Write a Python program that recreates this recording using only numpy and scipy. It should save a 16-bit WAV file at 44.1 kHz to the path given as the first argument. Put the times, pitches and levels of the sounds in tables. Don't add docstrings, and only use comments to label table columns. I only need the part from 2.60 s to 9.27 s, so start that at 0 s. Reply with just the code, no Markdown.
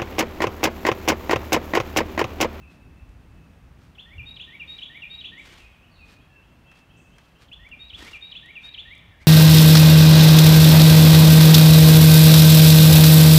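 import sys
import numpy as np
from scipy import signal
from scipy.fft import rfft, irfft, next_fast_len
from scipy.io import wavfile
from scipy.ndimage import map_coordinates

SR = 44100
rng = np.random.default_rng(int(sys.argv[2]) if len(sys.argv) > 2 else 0)


def digitize_waveform(pressure):
    field = np.atleast_2d(pressure).T
    bounded = np.clip(field, -1, 1)
    quanta = np.round(bounded * 32767).astype(np.int16)
    wavfile.write(sys.argv[1], SR, quanta)


N = 294147
TIME = np.arange(N) / SR

# time_s, pitch_hz, level_db
FALL = [(0, 5600, -35), (.005, 4400, -21), (.009, 3550, -4), (.0145, 3150, 0), (.02, 2880, -5),
        (.024, 2820, -20)]
SWEEP = [(0, 2304, -22.5), (.007, 2654, -4), (.014, 2989, -2.5), (.021, 3326, 0.5), (.027, 3510, -3.5),
         (.032, 3476, -3), (.035, 3380, 1)]
RISE = [(0, 1740, -20), (.01, 1818, -4), (.025, 1874, -1.5), (.045, 1936, -14), (.056, 1981, -8.5),
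        (.067, 2113, 0.5), (.078, 2260, -0.5), (.088, 2355, 3), (.094, 2340, -46)]
DIP = [(0, 2960, -23), (.005, 2810, 0), (.016, 2678, -3), (.023, 2413, 1.5), (.032, 2355, -6),
       (.044, 2364, -9), (.052, 2600, -27)]
WHISTLE = [(0, 3395, 0), (.005, 3677, -13), (.02, 3731, -2.5), (.046, 3787, -2.5), (.066, 3820, -2.5),
           (.076, 3830, -34), (.1, 3880, -2)]


def wren():
    # start_s, level_db, swell_s
    bouts = [(1.342, -0.5, 0.44), (4.876, 1.1, 0.97)]
    song = np.zeros(N)
    for start, bout_db, swell_s in bouts:
        for shape, s, db, rasp_db in wren_bout(start, bout_db, swell_s, count=18):
            turned = np.interp(s, [2.5, 5], [0, 1])
            note = amp(db) * wren_note(shape, overtone_db=-6 - 4 * turned, rasp_db=rasp_db)
            wall = signal.fftconvolve(note, near_echoes(first_s=.026, spread_s=.01, count=8))
            trunks = signal.fftconvolve(note, near_echoes(first_s=.002002, spread_s=.05, count=40))
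            wood = signal.fftconvolve(note, wood_tail(build_s=.028))
            add(song, s, note)
            add(song, s + .003, amp(-11.5) * note)
            add(song, s, amp(-8.5 - 14 * turned) * wall)
            add(song, s, amp(-6.5) * trunks)
            add(song, s, amp(-9.5) * wood)
    return song


def wren_bout(start, bout_db, swell_s, count):
    # shape, offset_s, level_db, rasp_db
    phrase = [(FALL, 0, -35.5, -10), (SWEEP, .036, -34, -16), (RISE, .111, -43.5, -39),
              (DIP, .235, -35, -39), (WHISTLE, .312, -37, -17.5)]
    phrase_s, slowing_per_s = .412, .0145
    swell_db, first_note_db = 9, -12.5
    for k in range(count):
        shape, offset, db, rasp_db = phrase[k % len(phrase)]
        age = k // len(phrase) * phrase_s + offset
        effort_db = first_note_db * (k == 0) - swell_db * np.exp(-age / swell_s)
        onset = start + age * (1 + slowing_per_s * age)
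        yield shape, onset, bout_db + db + effort_db, rasp_db


def wren_note(shape, overtone_db, rasp_db, rasp_hz=632, quiver_db=1.4):
    # harmonic, level_db
    harmonics = [(2, -40), (3, -48), (5, -43), (6, -47)]
    # frequency_hz, gain_db
    beak = [(4500, -18), (5600, 12), (6800, 12), (7600, 7), (9000, 1), (11200, 17), (12500, 10),
            (15000, -9)]
    t = np.arange(int(shape[-1][0] * SR)) / SR
    pitch, level_db = curves(shape, t)
    quiver, bite, tremble, flutter = (note_wobble(t, rate) for rate in (150, 150, 200, 600))
    phase = 2 * np.pi * np.cumsum(pitch * (1 + .004 * tremble)) / SR
    overtones = sum(amp(db + along(beak, k * pitch)) * np.sin(k * phase) * (k * pitch < SR / 2)
                    for k, db in harmonics)
    rasp = 1 + amp(rasp_db) * flutter * np.sin(2 * np.pi * rasp_hz * t)
    tone = rasp * np.sin(phase) + amp(overtone_db + 2.2 * bite) * overtones
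    envelope = amp(level_db + quiver_db * quiver) * signal.windows.tukey(len(t), .1)
    return np.sqrt(2) * envelope * tone


def near_echoes(first_s, spread_s, count):
    delay = first_s + rng.uniform(0, spread_s, count)
    size = rng.standard_normal(count) * np.exp(-delay / spread_s)
    return np.bincount((delay * SR).astype(int), size / np.linalg.norm(size))


def wood_tail(build_s):
    # frequency_hz, t60_s
    decay = [(300, 0.61), (2000, 1.3), (3500, 0.99), (6000, 1.12), (12000, 0.34)]
    hz, t, noise = signal.stft(rng.standard_normal(SR), SR, nperseg=256)
    fade = amp(-60 * t / along(decay, hz)[:, None])
    tail = signal.istft(noise * fade, SR, nperseg=256)[1]
    tail *= 1 - np.exp(-np.arange(len(tail)) / SR / build_s)
    return tail / np.linalg.norm(tail)


def far_birds():
    # start_s, length_s, pitch_hz, level_db
    held_notes = [(0, .12, 2615, -55), (.207, .04, 2620, -57), (.36, .05, 2615, -59), (.68, .22, 2610, -68),
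                  (3.68, .14, 2685, -59), (4.039, .13, 2650, -56.5), (4.28, .22, 2625, -59.5)]
    downslurs = [(2.985, .068, 2520, -48.5), (3.375, .08, 2500, -52)]
    chirps = [(2.9, .035, 2990, -53), (3.21, .048, 2670, -56), (6.135, .045, 2200, -55),
              (6.365, .045, 2236, -54), (6.598, .045, 2140, -54.5)]
    droops = [(.029, .033, 2470, -59), (3.129, .022, 3200, -56), (3.677, .15, 1694, -66),
              (6.045, .053, 1775, -59), (6.51, .045, 1775, -58)]
    zips = [(2.772, .02, 7300, -62.5), (4.362, .02, 7000, -61)]
    arches = [(3.295, .087, 4420, -62)]
    upslurs = [(3.578 + k * .2335, .06, 3116, -60.5 + k * .5) for k in range(6)]
    whistles = [(held_notes, [1.005, 1, .992]),
                (upslurs, [.76, .97, 1.05, 1.065]),
                (downslurs, [1.13, 1, .975])]
    answers = [(chirps, [.89, 1, 1.16]), (droops, [1.05, 1, .91])]
    chips = [(zips, [.72, 1, 1.21]), (arches, [.92, 1.01, .97, .87, .76])]
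    return (far_bird(whistles, waver=.016, flutter_db=3, direct_db=-5.5, echo_db=-3.8)
            + far_bird(answers, waver=.005, flutter_db=2, direct_db=0, echo_db=-4)
            + far_bird(chips, waver=.035, flutter_db=2, direct_db=-8, echo_db=1))


def far_bird(calls, waver, flutter_db, direct_db, echo_db):
    song = np.zeros(N)
    for notes, glide in calls:
        for s, length, hz, db in notes:
            t = np.arange(int(length * SR)) / SR
            unsteady = 1 + waver * note_wobble(t, 250)
            pitch = hz * unsteady * np.interp(t, np.linspace(0, length, len(glide)), glide)
            tone = np.sin(2 * np.pi * np.cumsum(pitch) / SR)
            add(song, s, amp(db) * signal.windows.tukey(len(t), .4) * tone)
    song *= amp(flutter_db * wobble(60))
    echo = signal.fftconvolve(song, wood_tail(build_s=.00067))[:N]
    return amp(direct_db) * song + amp(echo_db) * echo


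def scuffs(longest_rise_s=.06, grains_per_s=900):
    # peak_s, fade_s, level_db
    drags = [(.125, 0.04, -62), (1.24, 0.069, -64), (2.12, 0.13, -61), (2.88, 0.18, -51),
             (3.51, 0.05, -55.5), (4.18, 0.036, -59), (4.61, 0.15, -64.5), (4.83, 0.029, -54.5),
             (5.433, 0.11, -44), (6.051, 0.031, -54), (6.625, 0.021, -55)]
    # frequency_hz, level_db
    sole = [(120, 2), (250, 6), (600, -3), (1300, 0.5), (3000, -1), (4500, -4), (7000, -11.5),
            (9000, -15.5), (10300, -20.5), (12000, -19), (15500, -29)]
    pressure = np.zeros(N)
    for s, fade_s, db in drags:
        width_s = np.where(TIME < s, min(longest_rise_s, fade_s), fade_s)
        pressure += amp(db) * np.exp(-((TIME - s) / width_s) ** 2)
    grains = rng.standard_normal(N) * (rng.random(N) < grains_per_s / SR)
    rasp = rng.standard_normal(N) * amp(2.5 * wobble(120))
    return pressure * coloured(rasp + .56 * unit(grains), sole)


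def taps(attack_s=.00053, t60_s=.086):
    # start_s, level_db, centre_hz
    landings = [(4.114, -50.5, 1560), (4.582, -52, 1660), (5.170, -49, 277)]
    track, t = np.zeros(N), np.arange(SR // 10) / SR
    envelope = amp(-60 * t / t60_s) * (1 - np.exp(-t / attack_s))
    for s, db, hz in landings:
        knock = coloured_noise([(hz / 8, -25), (hz, 0), (hz * 4, -22), (hz * 16, -70)])[:len(t)]
        add(track, s, amp(db) * envelope * knock)
    return track


def grit(t60_s=.023):
    # start_s, level_db
    cracks = [(0.492, -63), (4.115, -58), (4.583, -53.5), (4.9303, -58), (5.0893, -58), (5.859, -57),
              (6.352, -57.5), (6.379, -59)]
    # frequency_hz, level_db
    stone = [(300, -28), (1500, 10), (3500, -2), (6500, 0), (9000, -1.5), (10300, -8), (11500, -5),
             (13000, -14), (15500, -16)]
    snaps, t = np.zeros(N), np.arange(SR // 20) / SR
    for s, db in cracks:
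        add(snaps, s, amp(db + 2.5 - 60 * t / t60_s))
    return snaps * coloured_noise(stone)


def wind_puffs(half_width_s=.016):
    # peak_s, level_db, pitch_ratio
    puffs = [(.44, -46, 1), (.505, -44.5, 0.96), (.56, -50, 1.3), (.9, -41, 1.22), (1.579, -40.5, 1.3),
             (1.621, -41, 1.6), (6.499, -43.5, 1.28)]
    # frequency_hz, level_db
    thump = [(20, -36), (40, 0), (65, 13.5), (100, -9.5), (160, -11.5), (280, -32), (600, -79)]
    track = np.zeros(N)
    for s, db, ratio in puffs:
        swell = amp(db) * np.exp(-((TIME - s) / half_width_s) ** 2)
        track += swell * coloured_noise(np.multiply(thump, [ratio, 1]))
    return track


def wind_rumble():
    # time_s, level_db
    gusts = [(0.0, -55.5), (0.91, -55), (1.34, -59.5), (1.63, -52), (1.91, -62), (3.42, -57), (4.23, -65),
             (5.5, -56.5), (5.83, -65.5), (6.37, -57), (6.67, -60)]
    # frequency_hz, level_db
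    rumble = [(12, -47), (20, -22), (49, 3), (75, 1.5), (177, -18), (205, -17), (260, -22.5), (340, -56),
              (570, -120)]
    gust_db, = curves(gusts, TIME)
    return amp(gust_db + 3 + 1.64 * wobble(8.2)) * coloured_noise(rumble)


def traffic(fade_db_per_s=1.02):
    # frequency_hz, level_db
    drone = [(40, -36), (60, -5), (110, -1), (170, 2), (210, -5.5), (260, -4), (400, -15), (700, -23),
             (1500, -85)]
    return amp(-55 - fade_db_per_s * TIME + 2.1 * wobble(7)) * coloured_noise(drone)


def tree_hush(fade_db_per_s=.11):
    # frequency_hz, level_db
    hush = [(100, 3.5), (400, 1), (700, 2.5), (1100, 1), (1600, -1.5), (2700, -5), (4000, -12.5),
            (6000, -16.5), (8000, -20.5), (9500, -19.5), (10300, -25), (11500, -21.5), (15500, -24)]
    return amp(-60.5 - fade_db_per_s * TIME + .13 * wobble(3.45)) * coloured_noise(hush)


def amp(db):
    return 10 ** (np.asarray(db) / 20)


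def unit(x):
    return x / np.sqrt(np.mean(x ** 2) + 1e-20)


def along(points, hz):
    f, v = np.transpose(points)
    return np.interp(np.log(hz + 1), np.log(f + 1), v)


def curves(rows, t):
    s, *cols = np.transpose(rows)
    return [np.interp(t, s, c) for c in cols]


def wobble(rate):
    return map_coordinates(rng.standard_normal(int(N * rate / SR) + 4), [TIME * rate])


def note_wobble(t, rate):
    return map_coordinates(rng.standard_normal(80), [t * rate])


def filtered(x, response):
    m = next_fast_len(N + SR // 2)
    return irfft(rfft(x, m) * response(np.fft.rfftfreq(m, 1 / SR)), m)[:N]


def coloured(x, spectrum):
    return unit(filtered(x, lambda hz: amp(along(spectrum, hz))))


def coloured_noise(spectrum):
    return coloured(rng.standard_normal(N), spectrum)


def add(track, s, sound):
    part = track[max(0, round(s * SR)):][:len(sound)]
    part += sound[:len(part)]


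def scene():
    birds = far_birds() + wren()
    shoes = scuffs() + taps() + grit()
    air = wind_puffs() + wind_rumble() + traffic() + tree_hush()
    return (birds + shoes + air)[None]


def record(dry):
    top_hz = 15720
    return filtered(dry[0], lambda hz: hz < top_hz)[None]


dry = scene()
out = record(dry)
digitize_waveform(out)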